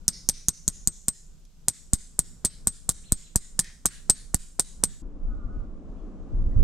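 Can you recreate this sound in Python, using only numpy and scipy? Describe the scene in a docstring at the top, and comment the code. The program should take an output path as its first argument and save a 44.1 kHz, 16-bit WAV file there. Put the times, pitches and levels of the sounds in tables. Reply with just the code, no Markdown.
"""Tent stake in frozen snow

A steel stake takes twenty hammer blows: bright clinks, each with a dull thud from the ground.
The tent beside it throws every blow straight back; the edge of a bare wood answers a little later.
Then, among the trees, gusts rumble on the microphone and a far crow calls. Small birds chirp faintly."""
import sys
import numpy as np
from scipy import signal
from scipy.fft import rfft, irfft, next_fast_len
from scipy.io import wavfile
from scipy.ndimage import map_coordinates

SR = 44100
rng = np.random.default_rng(int(sys.argv[2]) if len(sys.argv) > 2 else 0)


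def put_to_file(sound):
    """Save the sound as 16-bit audio at rate SR, in the file named by the first command-line argument."""
    columns = np.atleast_2d(sound).T  # one column per channel
    safe = np.clip(columns, -1, 1)
    whole_steps = np.round(safe * 32767)
    wavfile.write(sys.argv[1], SR, whole_steps.astype(np.int16))


N = 292515
MOVE_S = 5.02  # from the camp to the trees
BREEZE_DB = -39  # between gusts

# Hollow knock of hammer and ground. Each row: frequency in Hz, level in dB, T60 in seconds.
KNOCK_MODES = [(291, -21, 0.022), (540, 4, .018), (784, 4, 0.011), (950, 0, 0.0098), (1160, 0, 0.0188),
               (1482, -10, 0.037)]


def hammering():
    """Square blows crack, glancing ones rattle; each is heard directly, off the tent, then off the wood."""
    # Each row: start in seconds, strength in dB, glance from 0 to 1, then ring, clack and push in dB.
    blows = [(0.0802, 2, 0.37, -28, -36.5, -32.5), (0.2888, 1, 0.46, -23, -46.5, -34.5),
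             (0.4843, 0.5, 0.22, -26, -36.5, -26), (0.679, 0.5, 0.25, -31.5, -31, -27),
             (0.8736, 1.5, 0.1, -24.5, -35, -26.5), (1.0827, -1, .2, -21.5, -31, -31.5),
             (1.6834, 2, 0.25, -23.5, -30, -60), (1.9337, 1.5, 0.31, -21.5, -31, -13),
             (2.1912, 1.5, 0.2, -24.5, -29.5, -26.5), (2.449, -4.5, 0.82, -20, -31.5, -28),
             (2.6719, 0.5, 0.27, -20, -30.5, -27), (2.8916, 1, 0.34, -28, -35, -28),
             (3.1214, 2, 0.17, -22, -52.5, -13), (3.3582, 1.5, 0.3, -24, -24, -15),
             (3.5919, -2.5, .95, -24, -11.5, -49.5), (3.8565, 2, 0.52, -23, -14.5, -33),
             (4.098, 1, .78, -13, -28, -26), (4.3442, 2, 0.2, -48, -21, -15),
             (4.5958, 1, .5, -24, -35, -39.5), (4.8372, 0, 0.42, -22, -34, -30)]
    # Modes of the stake. Each row: frequency in Hz, level in dB, T60 in seconds.
    steel_modes = [(8243, 1, .09), (9040, -2, .032), (7480, -10, .03), (4050, -22, .04), (12100, -18, .03)]
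    seating_blows, glance_drop_hz = 5.6, 450
    tent_delay_s, tent_jitter_s, wood_db = .0067, .00012, -28
    direct, echoes = np.zeros((2, N)), np.zeros((2, N))
    t = np.arange(SR // 6) / SR
    for blow, (s, strength_db, glance, ring_db, clack_db, push_db) in enumerate(blows):
        # As the stake seats, its free length shortens and the pitch rises; firmer ice knocks harder.
        seated = min(blow / seating_blows, 1)
        crack_hz = 6240 + 2220 * seated - glance * glance_drop_hz
        aside_hz = 5900 + 1880 * seated - glance * glance_drop_hz  # towards tent and wood
        knock_db = -52 + 15 * seated ** 2 + .7652 * blow
        crack_gain = amp(strength_db - 1.5) * np.sqrt(1 - glance ** 2)
        rattle_db = strength_db - 4.5 + 20 * np.log10(glance)
        splinter_db = -17 + 1.6 * strength_db  # harder is brighter
        add(direct, s, amp(ring_db) * ring(steel_modes, t, scatter_db=1.5))  # too high and weak to echo
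        add(direct, s, crack_gain * crack(t, crack_hz, splinter_db, touch_s=.00018))
        add(direct, s, clink(t, rattle_db, clack_db))
        add(direct, s, thud(t, knock_db, push_db))
        add(direct, s - .003, ground_shock(t, knock_db))
        tent_db = -11 - 3.5 * seated + 3.5 * glance
        off_tent = amp(tent_db) * crack(t, aside_hz, splinter_db=-13, touch_s=.0003)
        add(direct, s + tent_delay_s + tent_jitter_s * rng.standard_normal(), off_tent)
        for _ in range(2):  # two stands of trees, each catching its own part of the rattle
            outgoing = crack_gain * crack(t, aside_hz, splinter_db=-15.5, touch_s=.00018)
            outgoing += clink(t, rattle_db, clack_db + 3.5)
            add(echoes, s, amp(wood_db) * wood_edge(outgoing))
    return echoes + at_ports(direct)


def crack(t, hz, splinter_db, touch_s):
    """Steel meets steel for an instant: a few cycles, a higher splinter of tone, a spit of noise."""
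    # Each row: frequency in Hz, noise density in dB.
    contact_spectrum = [(200, -31.5), (900, -10.5), (2600, -31), (4000, -13.5), (5000, -6.5), (6200, -1),
                        (8000, -3.5), (9600, 5), (10800, -14), (12300, -10), (14000, -26), (16000, -45.5)]
    touch = np.exp(-.5 * ((t - .0006) / touch_s) ** 2)
    tone = np.sin(2 * np.pi * hz * t) + amp(splinter_db) * np.sin(2 * np.pi * 12200 * t)
    spit = amp(-13.5) * swell(t, .00076) * spread(contact_spectrum, len(t), width=.3)
    return touch * tone + spit


def clink(t, rattle_db, clack_db):
    """The stake rattles in its icy hole, gives a hollow clack and chatters unevenly to rest."""
    # Each row: frequency in Hz, noise density in dB.
    rattle_spectrum = [(300, -17.5), (1800, -25.5), (2700, -28.5), (3900, -11), (5000, -11.5), (7000, -3),
                       (9100, 3), (10500, -6), (13000, -22), (15000, -24.5), (16500, -39)]
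    chatter_spectrum = [(300, -15), (900, -14), (1700, -14), (2700, -20), (3800, -7.5), (5500, -4),
                        (7500, 0), (9300, 3), (10500, -5.5), (13000, -16.5), (16000, -33)]
    clack_spectrum = [(900, -14.5), (1550, -4), (1880, 1.5), (2300, -11.5), (3500, -17.5)]
    lump_step_s = .0013
    rattle = amp(-5) * decay(t, t60_s=.018) * spread(rattle_spectrum, len(t), width=.12)
    lumps_db = 5 * np.interp(t, np.arange(len(t)) * lump_step_s, rng.standard_normal(len(t)))
    chatter = amp(lumps_db - 11) * decay(t, t60_s=.062) * spread(chatter_spectrum, len(t), width=.4)
    clack = amp(clack_db - 9.5) * decay(t, t60_s=.013) * spread(clack_spectrum, len(t), width=.33)
    return amp(rattle_db) * (rattle + chatter) + clack


def thud(t, knock_db, push_db):
    """The frozen crust knocks, crunches and rebounds; the stake giving way pushes out one slow puff."""
    crunch_spectrum = [(40, -1), (170, 5), (300, -8), (700, -23.5), (1500, -20), (4000, -42.5)]
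    rebound = -amp(-21.5) * ring([(183, .0072, .032)], t, scatter_db=1.2)
    push = amp(push_db) * (swell(t - .002, .0027) - .05 * swell(t - .006, .03))
    crunch = amp(-37.5) * decay(t, t60_s=.11) * spread(crunch_spectrum, len(t), width=.72)
    knock = amp(knock_db - 6.5) * ring(KNOCK_MODES, t, scatter_db=3)
    return rebound + push + crunch + knock


def ground_shock(t, knock_db):
    """The knock as it runs through hard ground, which carries it faster than air."""
    rise = 1 - np.exp(-t / .00082)
    return amp(knock_db - 9) * rise * ring(KNOCK_MODES, t, scatter_db=1.5)


def at_ports(direct):
    """Sound from the stake reaches the two microphone ports at slightly different level and phase."""
    # Each row: frequency in Hz, left over right in dB.
    balance_db = [(60, -4), (180, 0.5), (550, -3), (1650, -1), (4970, 0), (15000, 1.5)]
    # Each row: frequency in Hz, left phase lead in radians.
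    lead_rad = [(0, 0), (2930, -0.6), (5510, -0.2), (10800, 0.0), (12000, 0.2), (16000, -0.1)]
    half = np.array([[.5], [-.5]])
    return filtered(
        direct, lambda hz: amp(half * along(balance_db, hz)) * np.exp(1j * half * along(lead_rad, hz)))


def wood_edge(blow):
    """Trees scatter a blow back: thick trunks answer briefly, treble lingers among fine twigs."""
    # Each row: frequency in Hz, echo gain in dB.
    trunk_colour = [(300, -20.5), (1000, -3), (1900, 12.5), (2700, 10.5), (3800, 10.5), (5400, 2.5),
                    (7000, -2.5), (8300, -6), (9100, -2), (10300, -8.5), (12000, -11), (15000, -16.5)]
    twig_colour = [(1500, -24), (3500, -9), (5500, 4), (7500, -0.5), (10000, -4.5), (14000, -12.5)]
    t = np.arange(SR // 2) / SR
    since_s = np.maximum(t - .04, 0)
    rise = 1 - np.exp(-since_s / .058)
    near_wash = .12 * swell(t, .028)  # nearby stems and lumpy snow
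    trunk_groups = sum(np.exp(-((t - s) / .0015) ** 2) for s in (.052, .092, .161))
    trunks = (rise * decay(since_s, t60_s=.33) + near_wash) * (1 + .45 * trunk_groups)
    twigs = rise * decay(since_s, t60_s=.55)
    tail = 0
    for envelope, colour, db in ((trunks, trunk_colour, 0), (twigs, twig_colour, -3.5)):
        scatter = envelope * rng.standard_normal((2, len(t))) * np.exp(.5 * rng.standard_normal(len(t)))
        mid, side = scatter / np.linalg.norm(scatter[0])
        stereo = np.array([mid + .34 * side, mid - .4 * side])
        tail += filtered(stereo, lambda hz: amp(db + along(colour, hz)))
    return signal.fftconvolve(blow, tail, axes=1)


def crumbs():
    """Bits of crust snap under hand and knee with tiny dry ticks."""
    # Each row: start in seconds, level in dB, spectral peak in Hz.
    snaps = [(1.3555, -62, 3820), (1.398, -61, 7230), (1.4516, -50, 5270), (2.9194, -38, 7800),
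             (3.644, -38, 5050), (3.6983, -46, 1870), (3.8862, -44, 1690)]
    out, t = np.zeros(N), np.arange(SR // 20) / SR
    for s, db, hz in snaps:
        spectrum = [(hz / 4, -24), (hz, 0), (hz * 2, -12), (hz * 4, -40)]
        add(out, s, amp(db - 4) * decay(t, t60_s=.025) * noise(spectrum, len(t)))
    return out


def gust_level_db():
    """Gusts rise, hold and fall over a steady breeze."""
    # Each row: start in seconds, length in seconds, level in dB.
    gusts = [(5.211, .16, -28), (5.428, 0.024, -27), (5.548, 0.054, -30), (6.307, 0.18, -21.5),
             (6.545, 0.1, -14.5)]
    rise_s, fall_s = .038, .061
    strength, t = np.zeros(N), np.arange(N) / SR
    for s, length_s, db in gusts:
        rise = np.clip((t - s) / rise_s, 0, 1)
        fall = np.exp(-np.maximum(t - s - length_s, 0) / fall_s)
        strength += amp(db) * rise * fall
    return 20 * np.log10(np.hypot(amp(BREEZE_DB), strength))


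def buffeting(gust_db):
    """Wind rumbles on the microphone; faster air sheds smaller eddies, which grow more steeply."""
    # Each row: frequency in Hz, noise density in dB.
    rumble_spectrum = [(8.8, -31), (15, 10.5), (32, 12.5), (45, 2.5), (92, -10), (136, -35), (275, -55.5),
                       (345, -50), (700, -61), (910, -76), (1540, -120)]
    eddy_spectrum = [(30, -3.5), (60, 4.5), (110, 0.5), (170, -11.5), (300, -32.5), (700, -47), (1500, -87)]
    rumble = amp(gust_db + 2 * wobble(35)) * air(rumble_spectrum)
    eddies = amp(1.545 * gust_db) * air(eddy_spectrum)
    return rumble + eddies


def crow():
    """A distant crow draws out one hoarse call."""
    # Each row: time in seconds, pitch in Hz, level in dB.
    call = [(5.2, 1340, -77), (5.32, 1250, -60), (5.47, 1155, -55), (5.53, 1284, -63), (5.64, 1170, -60.5),
            (5.74, 1136, -73)]
    hz, db = curves(call)
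    t = np.arange(N) / SR
    calling = (t > call[0][0]) & (t < call[-1][0])
    phase = 2 * np.pi * np.cumsum(hz * (1 + .021 * wobble(200))) / SR
    voice = np.sin(phase) + amp(-4) * np.sin(1.17 * phase)
    return calling * amp(db + 1.5 * wobble(50)) * voice


def small_birds():
    """Thin chirps, each an arch in pitch and level."""
    # Each row: start in seconds, length in seconds, top pitch in Hz, level in dB.
    chirps = [(3.03, .075, 4250, -53), (3.22, .06, 4150, -54), (3.91, .065, 4150, -52),
              (5.95, .07, 3500, -72), (6.5, .05, 1980, -63)]
    out = np.zeros(N)
    for s, length_s, top_hz, db in chirps:
        u = np.linspace(-1, 1, round(length_s * SR))
        phase = 2 * np.pi * np.cumsum(top_hz * (1 - .66 * u ** 2)) / SR
        add(out, s, amp(db) * np.sqrt(1 - u ** 2) * np.sin(phase))
    return out


def through_trees(calls):
    """Scatter from the trees smears the calls."""
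    t = np.arange(SR // 3) / SR
    scatter = rng.standard_normal((2, len(t))) * decay(t, t60_s=.35)
    smeared = signal.fftconvolve(calls[None], scatter / np.linalg.norm(scatter[0]), axes=1)[:, :N]
    return .4 * calls + .8 * smeared


def treetops(gust_db):
    """Far roar of wind in the treetops, rising slowly and barely following the gusts."""
    # Each row: frequency in Hz, noise density in dB.
    roar_spectrum = [(71, -50.5), (120, -7.5), (213, 3.5), (314, -1), (355, -7), (535, -11), (949, -23.5),
                     (1120, -21), (1940, -38), (4590, -44.5), (7050, -43), (10800, -59), (16000, -71)]
    rise_db_per_s, gust_follow = 3, .037
    t = np.arange(N) / SR
    level_db = -49 + rise_db_per_s * (t - MOVE_S) + gust_follow * (gust_db - BREEZE_DB)
    return amp(level_db + .66 * wobble(10)) * air(roar_spectrum)


def camp_air():
    """Nearly still air: a drifting low rumble and a faint hiss."""
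    # Each row: time in seconds, rumble level in dB.
    rumble_levels = [(0.0, -46), (0.6, -52), (1.41, -51), (1.75, -50), (4.21, -48), (4.6, -49.5),
                     (5.0, -45)]
    # Each row: frequency in Hz, noise density in dB.
    rumble_spectrum = [(12, -41.5), (20, 18), (42, 4), (117, -12), (160, -4.5), (295, -19.5), (401, -22.5),
                       (812, -33), (1370, -33.5), (1500, -31.5), (1950, -51.5), (3300, -120)]
    hiss_spectrum = [(300, -2), (1500, -10), (3000, -4.5), (7500, -0.5), (10000, -10.5), (13000, -10.5),
                     (16000, -25)]
    level_db, = curves(rumble_levels)
    rumble = amp(level_db + 3 + 2.5 * wobble(8)) * air(rumble_spectrum)
    return rumble + amp(-68) * air(hiss_spectrum)


def air(spectrum):
    """Stereo noise of rms 1, partly alike at the two ports."""
    # Each row: frequency in Hz, left-right correlation.
    likeness = [(30, .6), (60, .55), (180, .92), (550, .75), (1650, .5), (4970, .3), (15000, .16)]

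    def mid_side_gains(hz):
        angle = np.arccos(along(likeness, hz)) / 2
        return np.array([np.cos(angle), np.sin(angle)])

    mid, side = filtered(noise(spectrum, (2, N)), mid_side_gains)
    return unit(np.array([mid + side, mid - side]))


def spread(spectrum, size, width):
    """Stereo noise: a shared part plus a part opposite at the two ports."""
    mid, side = noise(spectrum, (2, size))
    return np.array([mid + width * side, mid - width * side])


def noise(spectrum, shape):
    """Noise of rms 1, coloured by (Hz, dB) points."""
    return unit(filtered(rng.standard_normal(shape), lambda hz: amp(along(spectrum, hz))))


def ring(modes, t, scatter_db):
    """Damped (Hz, dB, T60 s) modes, struck at slightly new strengths each time."""
    chance_db = scatter_db * rng.standard_normal(len(modes))
    return sum(amp(db + extra_db) * decay(t, t60_s) * np.sin(2 * np.pi * hz * t)
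               for (hz, db, t60_s), extra_db in zip(modes, chance_db))


def decay(t, t60_s):
    """A fall of 60 dB every t60_s."""
    return amp(-60 * t / t60_s)


def swell(t, peak_s):
    """A smooth bump that reaches 1 at peak_s and dies away."""
    u = np.maximum(t, 0) / peak_s
    return (u * np.exp(1 - u)) ** 2


def wobble(knots_per_s):
    """A smooth random curve."""
    knots = rng.standard_normal(int(N * knots_per_s / SR) + 4)
    return map_coordinates(knots, [np.arange(N) * knots_per_s / SR])


def curves(rows):
    """One value per sample for each column after the time."""
    s, *columns = np.transpose(rows)
    return [np.interp(np.arange(N) / SR, s, column) for column in columns]


def along(points, hz):
    """(Hz, value) points read on a log frequency axis."""
    knots_hz, values = np.transpose(points)
    return np.interp(np.log(hz + 1), np.log(knots_hz + 1), values)


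def filtered(x, response):
    """Apply a gain given as a function of Hz."""
    n = x.shape[-1]
    padded = next_fast_len(n + SR // 10)
    return irfft(rfft(x, padded) * response(np.fft.rfftfreq(padded, 1 / SR)), padded)[..., :n]


def add(track, s, sound):
    """Mix a sound into a track at s seconds."""
    part = track[..., max(round(s * SR), 0):][..., :sound.shape[-1]]
    part += sound[..., :part.shape[-1]]


def amp(db):
    """Decibels to gain."""
    return 10 ** (np.asarray(db) / 20)


def unit(x):
    """Scale to rms 1."""
    return x / np.sqrt(np.mean(x ** 2) + 1e-20)


def scene():
    """The camp gives way abruptly to a spot among the trees; birds are heard in both."""
    crossfade_s = .005
    still_air = camp_air()
    gust_db = gust_level_db()
    trees = treetops(gust_db) + buffeting(gust_db)
    camp = hammering() + crumbs() + still_air
    birds = through_trees(crow() + small_birds())
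    moved = np.clip((np.arange(N) / SR - MOVE_S) / crossfade_s + .5, 0, 1)
    return (1 - moved) * camp + moved * trees + birds


def record(dry):
    """Round off the highest peaks, then cut the top treble steeply."""
    top_hz = 16100
    rounded = dry / (1 + np.abs(dry) ** 6) ** (1 / 6)
    return signal.sosfilt(signal.butter(30, top_hz, fs=SR, output="sos"), rounded)


dry = scene()
out = record(dry)
put_to_file(out)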